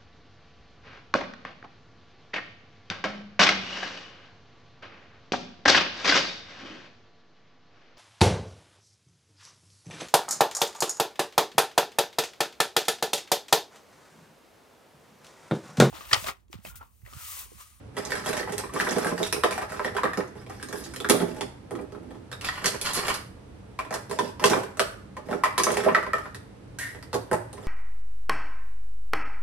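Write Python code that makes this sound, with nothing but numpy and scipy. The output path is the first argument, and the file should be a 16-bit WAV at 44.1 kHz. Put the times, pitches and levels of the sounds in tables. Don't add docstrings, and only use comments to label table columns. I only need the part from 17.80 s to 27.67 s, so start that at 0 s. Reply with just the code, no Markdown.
import sys
import numpy as np
from scipy import signal
from scipy.fft import rfft, irfft
from scipy.io import wavfile

SR = 44100
rng = np.random.default_rng(int(sys.argv[2]) if len(sys.argv) > 2 else 0)


def master(y):
    cut = np.clip(np.atleast_2d(y).T, -1, 1)
    pcm = np.round(cut * 32767)
    wavfile.write(sys.argv[1], SR, pcm.astype(np.int16))


N = 435266
T = np.arange(int(.24 * SR)) / SR

# freq_hz, level_db
ROOM_SPECTRUM = [(15, -39.5), (25, -76.5), (43, -7), (127, -2.5), (156, -14.5), (197, -5.5), (237, -15.5),
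                 (291, -10.5), (377, -19.5), (440, -14.5), (600, -22), (10500, -50.5), (12000, -55.5),
                 (15600, -68.5), (22000, -120)]
ROOM_DB = -46.5
# freq_hz, left_minus_right_db
PORT_BALANCE_DB = [(60,-2),(130,-.7),(200,-2),(290,-7),(420,-4),(650,.5),(1290,-1.8),(2380,-1),(4400,-4),(6200,-5),(8120,-.8),(15000,0)]
# freq_hz, lead_rad
PORT_LEAD = [(60,0),(260,-.2),(600,.6),(2200,-.8),(3500,-.9),(4800,-2.3),(7000,-1.8),(9000,-.3),(10500,.1),(12000,1.3),(13600,3.1),(16000,3.14)]
TOP_HZ = 15900
CEILING_S = .0185

# freq_hz, level_db, t60_s
CABINET_MODES = [(62.6,-42.5,0.33),(77,-2.5,0.24),(111,0.5,0.2),(128.3,-11.5,0.2)]
# start_s, level_db
LANDINGS = [(3.313,-40),(3.421,-44),(6.71,-40),(9.339,-39),(9.526,-34.5)]
# freq_hz, level_db, t60_s
HEAD_MODES = [(257,5,0.11),(295,-6,0.092),(341,1.5,.12),(429,-5,0.055),(520,-10,.08)]
# time_s, level_db
CARRY_LEVELS = [(2.45,-64),(2.85,-52),(2.95,-44),(3.1,-54),(3.501,-42),(3.65,-46),(3.72,-68),(3.89,-59),(3.919,-35),(4.04,-47.5),(4.09,-55),(4.24,-48.5),(4.42,-52),(4.5,-72)]
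# time_s, handles_db, steel_db
RUSTLE_LEVELS = [(4.6,-75,-75),(4.62,-47,-58),(4.66,-41,-44),(4.72,-46,-53),(4.785,-40,-50),(4.825,-52,-60),(4.865,-36,-27),(4.89,-48,-41),(4.929,-51,-60),
                 (5.005,-50,-64),(5.025,-46,-46),(5.07,-35.5,-36),(5.125,-41.5,-45),(5.17,-38.5,-38),(5.22,-45,-46),(5.29,-31,-43),(5.35,-43.5,-43.5),(5.411,-53,-66)]
# freq_hz, level_db
RUB_RESPONSE = [(350,-1),(700,-2),(1200,-4),(1850,-1.5),(2300,-2.5),(3000,-1),(5000,-21.5)]
# freq_hz, level_db, t60_s
HANGING_MODES = [(1630,0,.16),(3630,-4,.15),(4400,-3,.12),(5070,-3,.2),(5400,-4,.15),(7030,-5,.12),(8690,-3,.12),(9320,-6,.15),(11200,-6,.1)]
SWING_S = (2.88, 3.2)
# start_s, length_s, level_db, brightest_hz
BLADE_DRAWS = [(2.927,0.11,-52.5,11500),(3.015,0.046,-71,4210),(3.018,0.052,-57,5600),(3.025,0.044,-49,8600),(4.623,0.093,-43.5,3450),(5.12,0.051,-37,10340)]
# freq_hz, level_db, t60_s
TWANG_MODES = [(1460,-9,.09),(1650,-4,.09),(1800,0,.12),(1930,0,.14),(2040,-3,.12),(2165,-7,.1)]

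# freq_hz, level_db, t60_s
PANEL_MODES = [(108.2,-16,0.12),(173,-6,0.25),(230,-1,0.12),(297.3,-7.5,0.095),(370.3,-8.5,0.23),(410,-1,0.12),(492.3,-9.5,0.18),(542,-10,0.087),(635.4,-2.5,0.14),(854,-7,0.13)]
# freq_hz, level_db, t60_s
STEEL_MODES = [(3073,6,0.09),(3590,2.5,0.088),(4335,11,0.04),(4943,8,0.06),(6480,-1,0.04),(6880,5,0.095),(8900,-20,0.043),(10200,3.5,0.019),(10770,-2,0.18),(11000,-6,0.11),(12660,-21,.1)]
# freq_hz, level_db
TICK_RESPONSE = [(900,-9.5),(2000,-4.5),(3000,-6.5),(4500,-7.5),(7000,-8.5),(9500,-8.5),(12000,-11),(15500,-14.5)]
# freq_hz, level_db
RATTLE_RESPONSE = [(400,-18.5),(750,5.5),(1200,4),(1500,4.5),(1800,6),(2100,-1),(2600,-4.5),(5000,-36.5)]
# start_s, length_s, wood_db, utensil_db, scratch_db
PILE_PUSHES = [(0.187, 0.202, -37, -39.5, -46), (0.469, 0.119, -34.5, -34, -38.5),
               (0.701, .15, -39.5, -41.5, -48), (0.966, 0.34, -34.5, -36.5, -40),
               (1.403, 0.06, -49, -43, -39.5), (1.674, 0.15, -40, -37, -46),
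               (1.927, 0.135, -42, -41, -44.5), (2.16, .12, -36.5, -43, -53),
               (2.575, 0.034, -57, -50.5, -54.5), (2.707, .42, -52, -51.5, -55),
               (3.33, 0.27, -40.5, -50.5, -52), (3.951, .4, -54, -67, -86), (4.851, 0.09, -36, -39, -56),
               (5.117, .22, -41.5, -41, -57), (6.333, 0.15, -35.5, -60, -49), (6.65, 0.13, -27.5, -36, -41),
               (7.496, .08, -34.5, -47, -53), (7.888, 0.16, -28.5, -33.5, -41.5),
               (8.087, .1, -48, -42, -54), (8.428, .05, -55, -52.5, -63), (9.79, 0.06, -43, -49.5, -56)]
ATTACK_S, RELEASE_S = 0.055, 0.043
JOSTLE_SCATTER_DB = 3
PANEL_CUT_HZ = 128

HANDLE_MODES = {"huge": (779, 0.05), "longest": (832, 0.027), "long": (1046, 0.018),
                "medium": (1220, 0.028), "short": (1440, 0.014), "slim": (1645, 0.022),
                "shortest": (1873, 0.023), "stub": (1863, 0.019), "tip": (2340, 0.01),
                "tool arm": (1075, .026, 1960, -13, .6), "tool grip": (985, .03, 1780, -10, .4),
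                "tool edge": (1450, .02, 1265, 0, .6), "tool joint": (1265, .028, 1810, -1, .3),
                "tool tip": (1920, .018, 1320, -2, .45), "steel stem": (1625, .022, 1440, -2, .5),
                "steel rod": (1620, .03, 5080, -6, .45)}
WOOD_SPOTS = {"bottom": (230, -1, -9), "hollow": (350, 0, -9.5), "centre": (420, -0.42, -2.5),
              "between": (515, -2.9, 0.95), "edge": (598, -4.5, -12)}
STEEL_PARTS = {"shaft": (2950, -6, .008, -3, 3), "neck": (3480, -3, .01, -3, 3),
               "bowl": (4400, -7, .008, -3, 2), "blade": (5800, -6, .008, -3, 3),
               "tine": (9400, -5, .008, -3, 2.3), "free neck": (3490, 2, .02, -9, 1.5, .003),
               "free bowl": (3750, 2, .014, -8, 4, .005), "free blade": (5380, -8, .012, -9, 1.5, .003),
               "free tine": (8600, -6, .02, -9, 1, .005), "flat": (6200, 1, .006, -7, 5, .01)}
# start_s, handle, clack_db, spot, wood_db, steel_part, tick_db
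UTENSIL_BLOWS = [ (0.168, "shortest", -39.5, "between", -35, "shaft", -44),
                 (0.252, "medium", -58, "bottom", -47, "flat", -39.5),
                 (0.306, "shortest", -45, "centre", -62, "shaft", -41.5),
                 (.32, "shortest", -30, "centre", -36, "bowl", -38.5),
                 (0.354, "slim", -36, "centre", -50, "bowl", -42),
                 (0.461, "longest", -43, "edge", -35.5, "shaft", -36.5),
                 (0.49, "slim", -38.5, "centre", -32.5, "tine", -39),
                 (0.53, "short", -37, "edge", -34.5, "neck", -38),
                 (0.597, "shortest", -36.5, "centre", -36, "bowl", -42),
                 (0.631, "shortest", -40.5, "centre", -39, "neck", -51),
                 (0.675, "longest", -37.5, "edge", -43, "shaft", -73),
                 (0.723, "shortest", -46, "centre", -37.5, "tine", -42),
                 (0.781, "stub", -65, "centre", -38.5, "tine", -33.5),
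                 (0.837, "long", -40.5, "centre", -39, "shaft", -66),
                 (0.894, "medium", -46.5, "edge", -57, "shaft", -69),
                 (0.938, "longest", -51, "centre", -34, "tine", -43.5),
                 (0.962, "medium", -33, "between", -38.5, "neck", -61),
                 (1, "slim", -26, "edge", -58, "neck", -40.5),
                 (1.008, "short", -35, "edge", -39, "shaft", -35.5),
                 (1.069, "slim", -30, "centre", -33, "neck", -58),
                 (1.11, "stub", -43, "hollow", -31, "flat", -38),
                 (1.161, "huge", -37, "centre", -24.5, "tine", -65),
                 (1.184, "short", -38, "bottom", -44, "tine", -39),
                 (1.23, "slim", -38, "centre", -39, "neck", -57),
                 (1.247, "slim", -32, "centre", -28, "tine", -41),
                 (1.269, "slim", -34, "centre", -49, "tine", -42),
                 (1.316, "long", -38, "hollow", -27.5, "neck", -63),
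                 (1.378, "slim", -40, "centre", -37, "neck", -60),
                 (1.4, "short", -44, "centre", -27, "blade", -62),
                 (1.431, "tip", -46, "centre", -60, "free bowl", -31.5),
                 (1.527, "tip", -31.5, "centre", -32.5, "free blade", -28.5),
                 (1.563, "medium", -40, "centre", -34.5, "shaft", -47),
                 (1.636, "long", -23.5, "between", -24, "shaft", -34.5),
                 (1.638, "stub", -35, "edge", -31.5, "shaft", -33),
                 (1.71, "long", -40, "edge", -38, "bowl", -38),
                 (1.726, "tip", -40, "edge", -50, "blade", -43.5),
                 (1.779, "longest", -32, "edge", -41.5, "blade", -45),
                 (1.821, "medium", -39.5, "edge", -39.5, "shaft", -67),
                 (1.921, "short", -40.5, "edge", -39, "tine", -48),
                 (1.941, "short", -44, "centre", -61, "neck", -56),
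                 (1.995, "long", -31.5, "edge", -35, "shaft", -59),
                 (2.047, "stub", -31.5, "between", -31, "neck", -44.5),
                 (2.079, "stub", -38, "centre", -44, "neck", -50),
                 (2.15, "huge", -39, "centre", -34.5, "shaft", -50),
                 (2.167, "short", -31, "centre", -59, "neck", -40.5),
                 (2.184, "long", -32.5, "edge", -56, "shaft", -62),
                 (2.234, "medium", -26.5, "between", -26.5, "neck", -42),
                 (2.254, "medium", -30, "edge", -52, "shaft", -67),
                 (2.273, "slim", -38, "edge", -53, "neck", -64),
                 (2.334, "stub", -36, "between", -70, "bowl", -49),
                 (2.374, "short", -38.5, "centre", -26, "blade", -43),
                 (2.403, "stub", -38.5, "centre", -57, "shaft", -51),
                 (2.477, "medium", -68, "centre", -58, "flat", -61),
                 (2.555, "longest", -58, "centre", -45.5, "shaft", -72),
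                 (2.665, "tip", -57, "centre", -49, "shaft", -58),
                 (2.698, "huge", -42, "edge", -51, "blade", -54),
                 (2.799, "slim", -49, "centre", -70, "shaft", -59),
                 (2.828, "steel rod", -42, "centre", -65, "free tine", -43),
                 (2.887, "slim", -48.5, "centre", -46, "blade", -48),
                 (2.928, "steel stem", -40, "centre", -35.5, "blade", -43.5),
                 (2.957, "steel rod", -46, "hollow", -46, "neck", -61),
                 (2.996, "steel rod", -54, "hollow", -47, "tine", -66),
                 (3.138, "short", -45.5, "centre", -54, "tine", -47.5),
                 (3.162, "stub", -47.5, "between", -49, "free blade", -41),
                 (3.203, "medium", -47, "centre", -38, "free neck", -39),
                 (3.246, "steel stem", -30, "hollow", -36.5, "free neck", -44),
                 (3.289, "short", -35, "hollow", -27, "tine", -33.5),
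                 (3.298, "medium", -28, "between", -24, "tine", -22),
                 (3.301, "tip", -45, "hollow", -22.5, "shaft", -25),
                 (3.31, "short", -35, "bottom", -33, "tine", -52),
                 (3.333, "long", -47, "between", -24.5, "tine", -56),
                 (3.402, "stub", -42.5, "centre", -26, "neck", -43),
                 (3.418, "short", -41, "bottom", -28, "shaft", -47),
                 (3.61, "longest", -35.5, "centre", -34, "neck", -37),
                 (3.909, "longest", -45, "between", -36, "tine", -52.5),
                 (3.953, "medium", -47, "between", -40, "neck", -54),
                 (3.99, "longest", -48, "centre", -39, "shaft", -69),
                 (4.013, "longest", -63, "hollow", -43, "tine", -63),
                 (4.122, "medium", -59, "centre", -46, "shaft", -59.5),
                 (4.149, "short", -50.5, "centre", -44, "neck", -66),
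                 (4.23, "longest", -63, "hollow", -48, "tine", -71),
                 (4.308, "longest", -53, "centre", -47, "shaft", -61),
                 (4.347, "long", -57, "centre", -51, "shaft", -65.5),
                 (4.516, "short", -44.5, "between", -50, "bowl", -48),
                 (4.528, "short", -43, "between", -51, "free bowl", -43.5),
                 (4.612, "shortest", -54, "centre", -53, "shaft", -42),
                 (4.647, "slim", -53, "between", -47, "neck", -35.5),
                 (4.688, "shortest", -30, "between", -65, "neck", -40.5),
                 (4.844, "slim", -34, "centre", -35, "shaft", -33.5),
                 (4.859, "stub", -33, "centre", -40, "blade", -26),
                 (4.88, "shortest", -46, "edge", -40, "bowl", -31.5),
                 (5.014, "shortest", -61, "centre", -45, "tine", -32.5),
                 (5.061, "stub", -42, "centre", -59, "shaft", -34),
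                 (5.146, "shortest", -52, "between", -61, "tine", -33.5),
                 (5.169, "longest", -51, "centre", -34, "tine", -38),
                 (5.269, "slim", -42, "centre", -42, "tine", -40),
                 (5.283, "short", -35.5, "edge", -36.5, "bowl", -32),
                 (5.342, "short", -43, "edge", -53, "bowl", -37.5),
                 (5.99, "tool arm", -33, "edge", -39, "shaft", -46),
                 (5.992, "tip", -36.5, "edge", -55, "shaft", -50),
                 (6.05, "long", -48, "edge", -51, "shaft", -57),
                 (6.108, "longest", -37.5, "edge", -36, "blade", -49),
                 (6.127, "long", -37.5, "edge", -39, "blade", -46),
                 (6.141, "longest", -35.5, "edge", -38, "blade", -36.5),
                 (6.16, "long", -40.5, "edge", -44, "blade", -57),
                 (6.297, "long", -52, "centre", -38, "blade", -49),
                 (6.312, "long", -37, "centre", -35, "tine", -42.5),
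                 (6.389, "tool grip", -26.5, "centre", -30.5, "neck", -35.5),
                 (6.597, "long", -39, "centre", -42, "neck", -46),
                 (6.641, "tool arm", -21, "centre", -22, "shaft", -23),
                 (6.658, "long", -44, "centre", -35, "bowl", -27),
                 (6.7, "longest", -38, "centre", -23, "blade", -30.5),
                 (6.715, "longest", -30, "centre", -31, "blade", -42),
                 (6.734, "long", -25.5, "between", -31, "shaft", -37.5),
                 (6.765, "longest", -34, "between", -25.5, "shaft", -51),
                 (6.834, "long", -43, "centre", -41, "shaft", -47.5),
                 (6.972, "short", -48, "edge", -45, "tine", -49),
                 (6.9954, "tool edge", -25, "edge", -24.5, "shaft", -26.5),
                 (7.368, "long", -41, "edge", -41.5, "shaft", -53),
                 (7.487, "huge", -46.5, "edge", -37, "shaft", -69),
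                 (7.512, "longest", -38, "centre", -29.5, "shaft", -51),
                 (7.529, "short", -35, "centre", -31, "shaft", -57),
                 (7.637, "tool arm", -21, "edge", -36.5, "shaft", -54),
                 (7.639, "tool tip", -30, "edge", -58, "shaft", -36.5),
                 (7.657, "long", -27.5, "edge", -34.5, "shaft", -43),
                 (7.78, "long", -28, "centre", -33, "bowl", -26.5),
                 (7.798, "tool arm", -26.5, "centre", -33, "bowl", -34),
                 (7.836, "shortest", -34, "centre", -35, "flat", -24.5),
                 (7.868, "tool arm", -26.5, "edge", -27, "blade", -57),
                 (7.904, "long", -38, "edge", -33, "shaft", -42),
                 (7.919, "medium", -52, "centre", -55, "tine", -38),
                 (7.94, "longest", -43, "centre", -44, "shaft", -41),
                 (7.971, "longest", -29.5, "centre", -29.5, "shaft", -33),
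                 (8.063, "huge", -34, "edge", -18, "shaft", -60),
                 (8.086, "long", -26.5, "edge", -49, "shaft", -64),
                 (8.104, "medium", -37, "bottom", -33.5, "shaft", -56),
                 (8.148, "tool tip", -20.5, "edge", -40, "shaft", -51),
                 (8.15, "tool edge", -25.5, "edge", -38, "shaft", -49),
                 (8.165, "medium", -29.5, "edge", -30, "shaft", -56),
                 (8.228, "medium", -37.5, "edge", -41, "shaft", -51),
                 (8.266, "medium", -37.5, "edge", -38, "shaft", -55),
                 (8.334, "tool joint", -25, "edge", -32.5, "shaft", -43.5),
                 (8.362, "tool joint", -39, "edge", -62, "shaft", -53),
                 (8.383, "medium", -39, "edge", -43, "neck", -51),
                 (8.457, "short", -43, "edge", -47, "neck", -62),
                 (8.547, "shortest", -46, "centre", -53, "bowl", -46),
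                 (9.148, "stub", -48.5, "edge", -49, "shaft", -57),
                 (9.227, "shortest", -50.5, "centre", -68, "bowl", -51.5),
                 (9.331, "longest", -36.5, "between", -32.5, "bowl", -41.5),
                 (9.343, "long", -39.5, "between", -26.5, "bowl", -38),
                 (9.514, "short", -33.5, "between", -24, "tine", -45),
                 (9.531, "longest", -28.5, "edge", -27.5, "tine", -40),
                 (9.73, "longest", -58, "between", -46, "tine", -48.5),
                 (9.779, "long", -50, "centre", -45.5, "shaft", -62)]
CRACK_T60, BOARD_T60 = .012, .027
OTHERS_DB, CHATTER_DB = -3.5, -7.5
STEEL_DB = -10.5
GRIP_SHIFT = .05
REBOUND_DB = -13.5


def undb(db):
    return 10 ** (np.asarray(db) / 20)


def unit(x):
    return x / np.sqrt(np.mean(x ** 2))


def fade(t60, t=T):
    return np.exp(-np.log(1000) * t / max(t60, 1e-3))


def along(points, n):
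    hz, value = np.transpose(points)
    return np.interp(np.log(np.fft.rfftfreq(n, 1 / SR) + 1), np.log(hz + 1), value)


def colour(x, points):
    size = 1024
    cepstrum = irfft(np.log(undb(along(points, size))))
    cepstrum[1:size // 2] *= 2
    cepstrum[size // 2 + 1:] = 0
    impulse = irfft(np.exp(rfft(cepstrum)))
    return signal.fftconvolve(x, impulse)[:len(x)]


def ring(modes, scatter_db, detune=0):
    out = 0
    for hz, db, t60 in modes:
        size, shift, sign = rng.standard_normal(3)
        gain = np.sign(sign) * undb(db + scatter_db * size)
        out = out + gain * fade(t60) * np.sin(2 * np.pi * hz * (1 + detune * shift) * T)
    return out


def near_modes(modes, centre_hz, octave_db):
    return [(hz, db - octave_db * abs(np.log2(hz / centre_hz)), t60) for hz, db, t60 in modes]


def blow(x):
    return unit(x) * np.sqrt(.03 / T[-1])


def add(track, s, x):
    i = max(int(s * SR), 0)
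    track[i:i + len(x)] += x[:max(N - i, 0)]


def grains(n, rate, spread_db):
    chance = rng.random(n) * SR / rate
    hit = np.flatnonzero(chance < 1)
    sizes = np.minimum(-np.log(chance[hit] + 1e-9), 4)
    x = np.zeros(n)
    x[hit] = (-1) ** hit * undb(spread_db * sizes)
    return x


def room_tone(wide_hz=600):
    mid, side = (rfft(rng.standard_normal(N)) * undb(along(ROOM_SPECTRUM, N)) for _ in range(2))
    side = side * np.clip(np.fft.rfftfreq(N, 1 / SR) / wide_hz, .2, .9)
    mid, side = irfft(mid, N), irfft(side, N)
    return undb(ROOM_DB) * np.array([mid + side, mid - side]) / np.std(mid)


def kitchen(x, t60, wet_db, early_db, ceiling_db, early_t60=0.07, gap_s=0.0019, wide_hz=420):
    t = np.arange(int(.7 * SR)) / SR
    echoes = []
    for _ in range(2):
        early = grains(len(t), 900, spread_db=2.0) * fade(early_t60, t) * (t > gap_s)
        tail = rng.standard_normal(len(t)) * fade(t60, t) * (1 - np.exp(-t / 0.0017))
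        echoes.append((undb(early_db) * unit(early) + undb(wet_db) * unit(tail)) / np.sqrt(2 * len(t)))
    echoes[0][int(CEILING_S * SR)] += undb(ceiling_db)
    mid, side = (signal.oaconvolve(x, echo)[:N] for echo in echoes)
    side = signal.sosfilt(signal.butter(2, wide_hz, "high", fs=SR, output="sos"), side)
    return np.array([x + mid + side, x + mid - side])


def thumps():
    track = np.zeros(N)
    for s, db in LANDINGS:
        swell = 1 - np.exp(-T / 0.0055)
        add(track, s, undb(db) * blow(ring(CABINET_MODES, scatter_db=3.5) * swell))
    return track


def carrying():
    s, db = np.transpose(CARRY_LEVELS)
    level = undb(np.interp(np.arange(N) / SR, s, db, left=-120, right=-120))
    bumps = grains(N, 120, spread_db=2) * level / np.sqrt(240 / SR)
    heads = ring(HEAD_MODES, scatter_db=1, detune=.01) * (1 - np.exp(-T / .004))
    return signal.oaconvolve(bumps, heads / np.linalg.norm(heads))[:N]


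def rustle(count=6):
    t = np.arange(N) / SR
    s, *levels = np.transpose(RUSTLE_LEVELS)
    handles, steel = (undb(np.interp(t, s, db, left=-120, right=-120)) for db in levels)
    catches = .5 + signal.oaconvolve(np.abs(grains(N, 80, spread_db=2)), fade(.02))[:N]
    pieces = sum(ring(STEEL_MODES, scatter_db=3, detune=.12) for _ in range(count)) * fade(.06)
    stem_modes = [(hz, 0, t60) for hz, t60, *_ in HANDLE_MODES.values()]
    stems = ring(stem_modes, scatter_db=2, detune=.2) * fade(.03)

    def slips():
        return unit(grains(N, 1800, spread_db=3) * catches)

    def rub(modes, response):
        ringing = unit(signal.oaconvolve(slips(), modes)[:N])
        return unit(colour(slips() + ringing, response))

    return handles * rub(stems, RUB_RESPONSE) + steel * rub(pieces, TICK_RESPONSE)


def jingle(start_db=-70, rise_db=5, count=14):
    track = np.zeros(N)
    start, end = SWING_S
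    for k in range(count):
        share = (k + rng.random()) / count
        flutter = (grains(len(T), 300, spread_db=2) + (T == 0)) * fade(.06)
        partials = ring(HANGING_MODES, scatter_db=4, detune=.03) * fade(.08)
        touch = blow(signal.fftconvolve(flutter, partials)[:len(T)])
        add(track, start + share * (end - start), undb(start_db + rise_db * share) * touch)
    return track


def clinks(push, level_db=-5, low_hz=1300, octaves=2.6, count=420):
    track = np.zeros(N)
    moving = np.flatnonzero(push)
    t = T[:2000]
    for when, pitch, size in rng.random((count, 3)):
        i = moving[int(when * len(moving))]
        hz = low_hz * 2 ** (octaves * pitch)
        upper = np.sin(2 * np.pi * 2.76 * hz * t) * (2.76 * hz < TOP_HZ)
        clink = fade(.022, t) * (np.sin(2 * np.pi * hz * t) + .5 * upper)
        add(track, i / SR, push[i] * undb(level_db + 10 * size) * clink)
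    return track


def draws(octave_db=12, count=8):
    track = np.zeros(N)
    for s, length, db, centre_hz in BLADE_DRAWS:
        slips = grains(len(T), 1300, spread_db=5.5) * np.sin(np.pi * np.clip(T / length, 0, 1))
        near = near_modes(STEEL_MODES, centre_hz, octave_db)
        blade = sum(ring(near, scatter_db=1, detune=.1) for _ in range(count)) * fade(.03)
        scrape = unit(signal.fftconvolve(slips, blade)[:len(T)])
        add(track, s, undb(db) * scrape * np.sqrt(length / T[-1]))
    return track


def twang(s=8.987, first_hz=1600, first_db=-39, ring_db=-32.0, rattle_t60=0.36,
          snap_db=-38, snap_t60=0.49, buzz_db=-44, buzz_t60=0.043, count=5):
    track = np.zeros(N)
    first = fade(.09) * np.sin(2 * np.pi * first_hz * T)
    cluster = 0
    for _ in range(count):
        rattle = grains(len(T), 500, spread_db=1) * fade(rattle_t60) * (1 - np.exp(-T / .03))
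        modes = ring(TWANG_MODES, scatter_db=1.5, detune=.02)
        cluster = cluster + signal.fftconvolve(rattle, modes)[:len(T)]
    snap = colour(rng.standard_normal(len(T)) * fade(snap_t60), TICK_RESPONSE)
    buzz_response = [(900, -20), (3000, -7), (7000, 3), (10000, 0), (15000, -8)]
    buzz = colour(grains(len(T), 2500, spread_db=3) * fade(buzz_t60), buzz_response)
    x = undb(first_db) * blow(first) + undb(ring_db) * blow(cluster)
    x = x + undb(snap_db) * blow(snap) + undb(buzz_db) * blow(buzz)
    add(track, s, x * (1 - (T / T[-1]) ** 2))
    return track


def pushing():
    t = np.arange(N) / SR
    push = np.zeros((3, N))
    for s, length, *levels in PILE_PUSHES:
        corners = [s - ATTACK_S, s, s + length, s + length + RELEASE_S]
        push += np.outer(undb(levels), np.interp(t, corners, [0, 1, 1, 0]))
    return push


def sliding(push, wood_db=-7, body_db=-4.5, scratch_db=-5, steel_db=-3, count=8):
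    spurts = .45 + signal.oaconvolve(np.abs(grains(N, 55, spread_db=2)), fade(.03))[:N]
    slips = grains(N, 900, spread_db=1.5) * spurts
    wood = unit(signal.oaconvolve(slips, ring(PANEL_MODES, scatter_db=1) * fade(.12))[:N])
    body = unit(colour(slips, RATTLE_RESPONSE))
    steel = np.zeros(N)
    for _ in range(count):
        piece = ring(STEEL_MODES, scatter_db=4, detune=.1) * fade(.015)
        steel += signal.oaconvolve(grains(N, 50, spread_db=4) * spurts, piece)[:N]
    grit = unit(grains(N, 3600, spread_db=7.0) * spurts)
    scratch = unit(colour(grit + undb(steel_db) * unit(steel), TICK_RESPONSE))
    return push * np.array([undb(wood_db) * wood, undb(body_db) * body, undb(scratch_db) * scratch])


def jostling(push, wood_db=-12, clack_db=-9, tick_db=-12, count=30):
    out = np.zeros((3, N))
    moving = np.flatnonzero(push[0])

    def pick(table):
        return list(table.values())[rng.integers(len(table))]

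    for _ in range(count):
        i = moving[int(rng.random() * len(moving))]
        levels = np.array([wood_db, clack_db, tick_db]) + JOSTLE_SCATTER_DB * rng.standard_normal(3)
        sizes = push[:, i] * undb(levels)
        sounds = knock(*pick(WOOD_SPOTS)), clack(*pick(HANDLE_MODES)), tick(*pick(STEEL_PARTS))
        for track, size, sound in zip(out, sizes, sounds):
            add(track, i / SR, size * sound)
    return out


def knock(hz, panels_db=0, thud_db=-3, thud_t60=0.13, octave_db=8, swell_s=0.0028):
    main = blow(fade(BOARD_T60) * np.sin(2 * np.pi * hz * T))
    panels = blow(ring(near_modes(PANEL_MODES, hz, octave_db), scatter_db=1.5, detune=0.0448))
    thud_response = [(80, -25.5), (220, -3.5), (400, 2.0), (750, -7), (1100, -8.5), (2500, -41.0)]
    thud = blow(colour(rng.standard_normal(len(T)) * fade(thud_t60), thud_response))
    return blow((main + undb(panels_db) * panels + undb(thud_db) * thud) * (1 - np.exp(-T / swell_s)))


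def clack(hz, t60, second_hz=0, second_db=0, pile=1, chatter_t60=0.042,
          snap_db=-9, snap_t60=0.0022, contact_s=0.001):
    note = hz * (1 + GRIP_SHIFT * pile ** 2 * rng.standard_normal())
    second = undb(second_db) * np.sin(2 * np.pi * second_hz * T)
    main = blow(fade(t60) * (np.sin(2 * np.pi * note * T) + second))
    other_modes = [(f, 0, t60) for f in (941, 1154, 1227, 1430, 1686, 1750, 2092)]
    others = blow(ring(other_modes, scatter_db=2.5, detune=0.088))
    chatter = blow(colour(grains(len(T), 3400, spread_db=9.0) * fade(chatter_t60), RATTLE_RESPONSE))
    snap_response = [(500, -39.5), (1500, 1.5), (3000, -2.0), (5000, -4.5), (8000, -14.5)]
    snap = blow(colour(rng.standard_normal(len(T)) * fade(snap_t60), snap_response))
    x = main + pile * (undb(OTHERS_DB) * others + undb(CHATTER_DB) * chatter) + undb(snap_db) * snap
    return blow(x * (1 - np.exp(-T / contact_s)))


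def tick(hz, tink_db=-4, tink_t60=.008, buzz_db=-3, octave_db=3, shift=0.093, buzz_t60=0.12):
    crack = blow(rng.standard_normal(len(T)) * fade(CRACK_T60))
    buzz = blow(grains(len(T), 1500, spread_db=4.5) * fade(buzz_t60))
    steel = blow(ring(STEEL_MODES, scatter_db=2.5, detune=.08) * fade(.09))
    tink_hz = hz * (1 + shift * rng.standard_normal())
    tink = blow(fade(tink_t60) * np.sin(2 * np.pi * tink_hz * T))
    response = [(f, db - octave_db * abs(np.log2(f / hz))) for f, db in TICK_RESPONSE]
    noise = blow(colour(crack + undb(buzz_db) * buzz + undb(STEEL_DB) * steel, response))
    return blow(noise + undb(tink_db) * tink)


def contacts(wood_gain_db=-3.0, clack_gain_db=-1.4, tick_gain_db=-2.5):
    wood, body, treble = np.zeros((3, N))
    for s, handle, clack_db, spot, wood_db, part, tick_db in UTENSIL_BLOWS:
        add(wood, s, undb(wood_db + wood_gain_db) * knock(*WOOD_SPOTS[spot]))
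        add(body, s - .0005, undb(clack_db + clack_gain_db) * clack(*HANDLE_MODES[handle]))
        rebound_s = s + rng.uniform(.016, .034)
        add(body, rebound_s, undb(clack_db + REBOUND_DB) * clack(*HANDLE_MODES[handle]))
        add(treble, s - .0005, undb(tick_db + tick_gain_db) * tick(*STEEL_PARTS[part]))
    return np.array([wood, body, treble])


def scene():
    push = pushing()
    wood, body, treble = contacts() + sliding(push) + jostling(push)
    wood = signal.sosfilt(signal.butter(3, PANEL_CUT_HZ, "high", fs=SR, output="sos"), wood)
    low = wood + thumps() + carrying()
    middle = body + twang()
    high = treble + clinks(push[2]) + rustle() + draws() + jingle()
    return (kitchen(low, t60=0.42, wet_db=-3, early_db=5.0, ceiling_db=-21.0)
            + kitchen(middle, t60=0.5, wet_db=-3.5, early_db=-1.5, ceiling_db=-13.5)
            + kitchen(high, t60=0.39, wet_db=-2.5, early_db=0.0, ceiling_db=-52)
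            + room_tone())


def record(dry):
    left, right = rfft(dry)
    shared = np.pi / 2 * np.clip((np.fft.rfftfreq(N, 1 / SR) - 5500) / 3000, 0, 1)
    left = np.cos(shared) ** 2 * left + np.sin(shared) ** 2 * right
    tilt = undb(along(PORT_BALANCE_DB, N) / 2)
    left = left * tilt * np.exp(1j * along(PORT_LEAD, N))
    pair = irfft(np.array([left, right / tilt]), N)
    return signal.sosfilt(signal.ellip(8, .2, 70, TOP_HZ, fs=SR, output="sos"), pair)


dry = scene()
out = record(dry)
master(out)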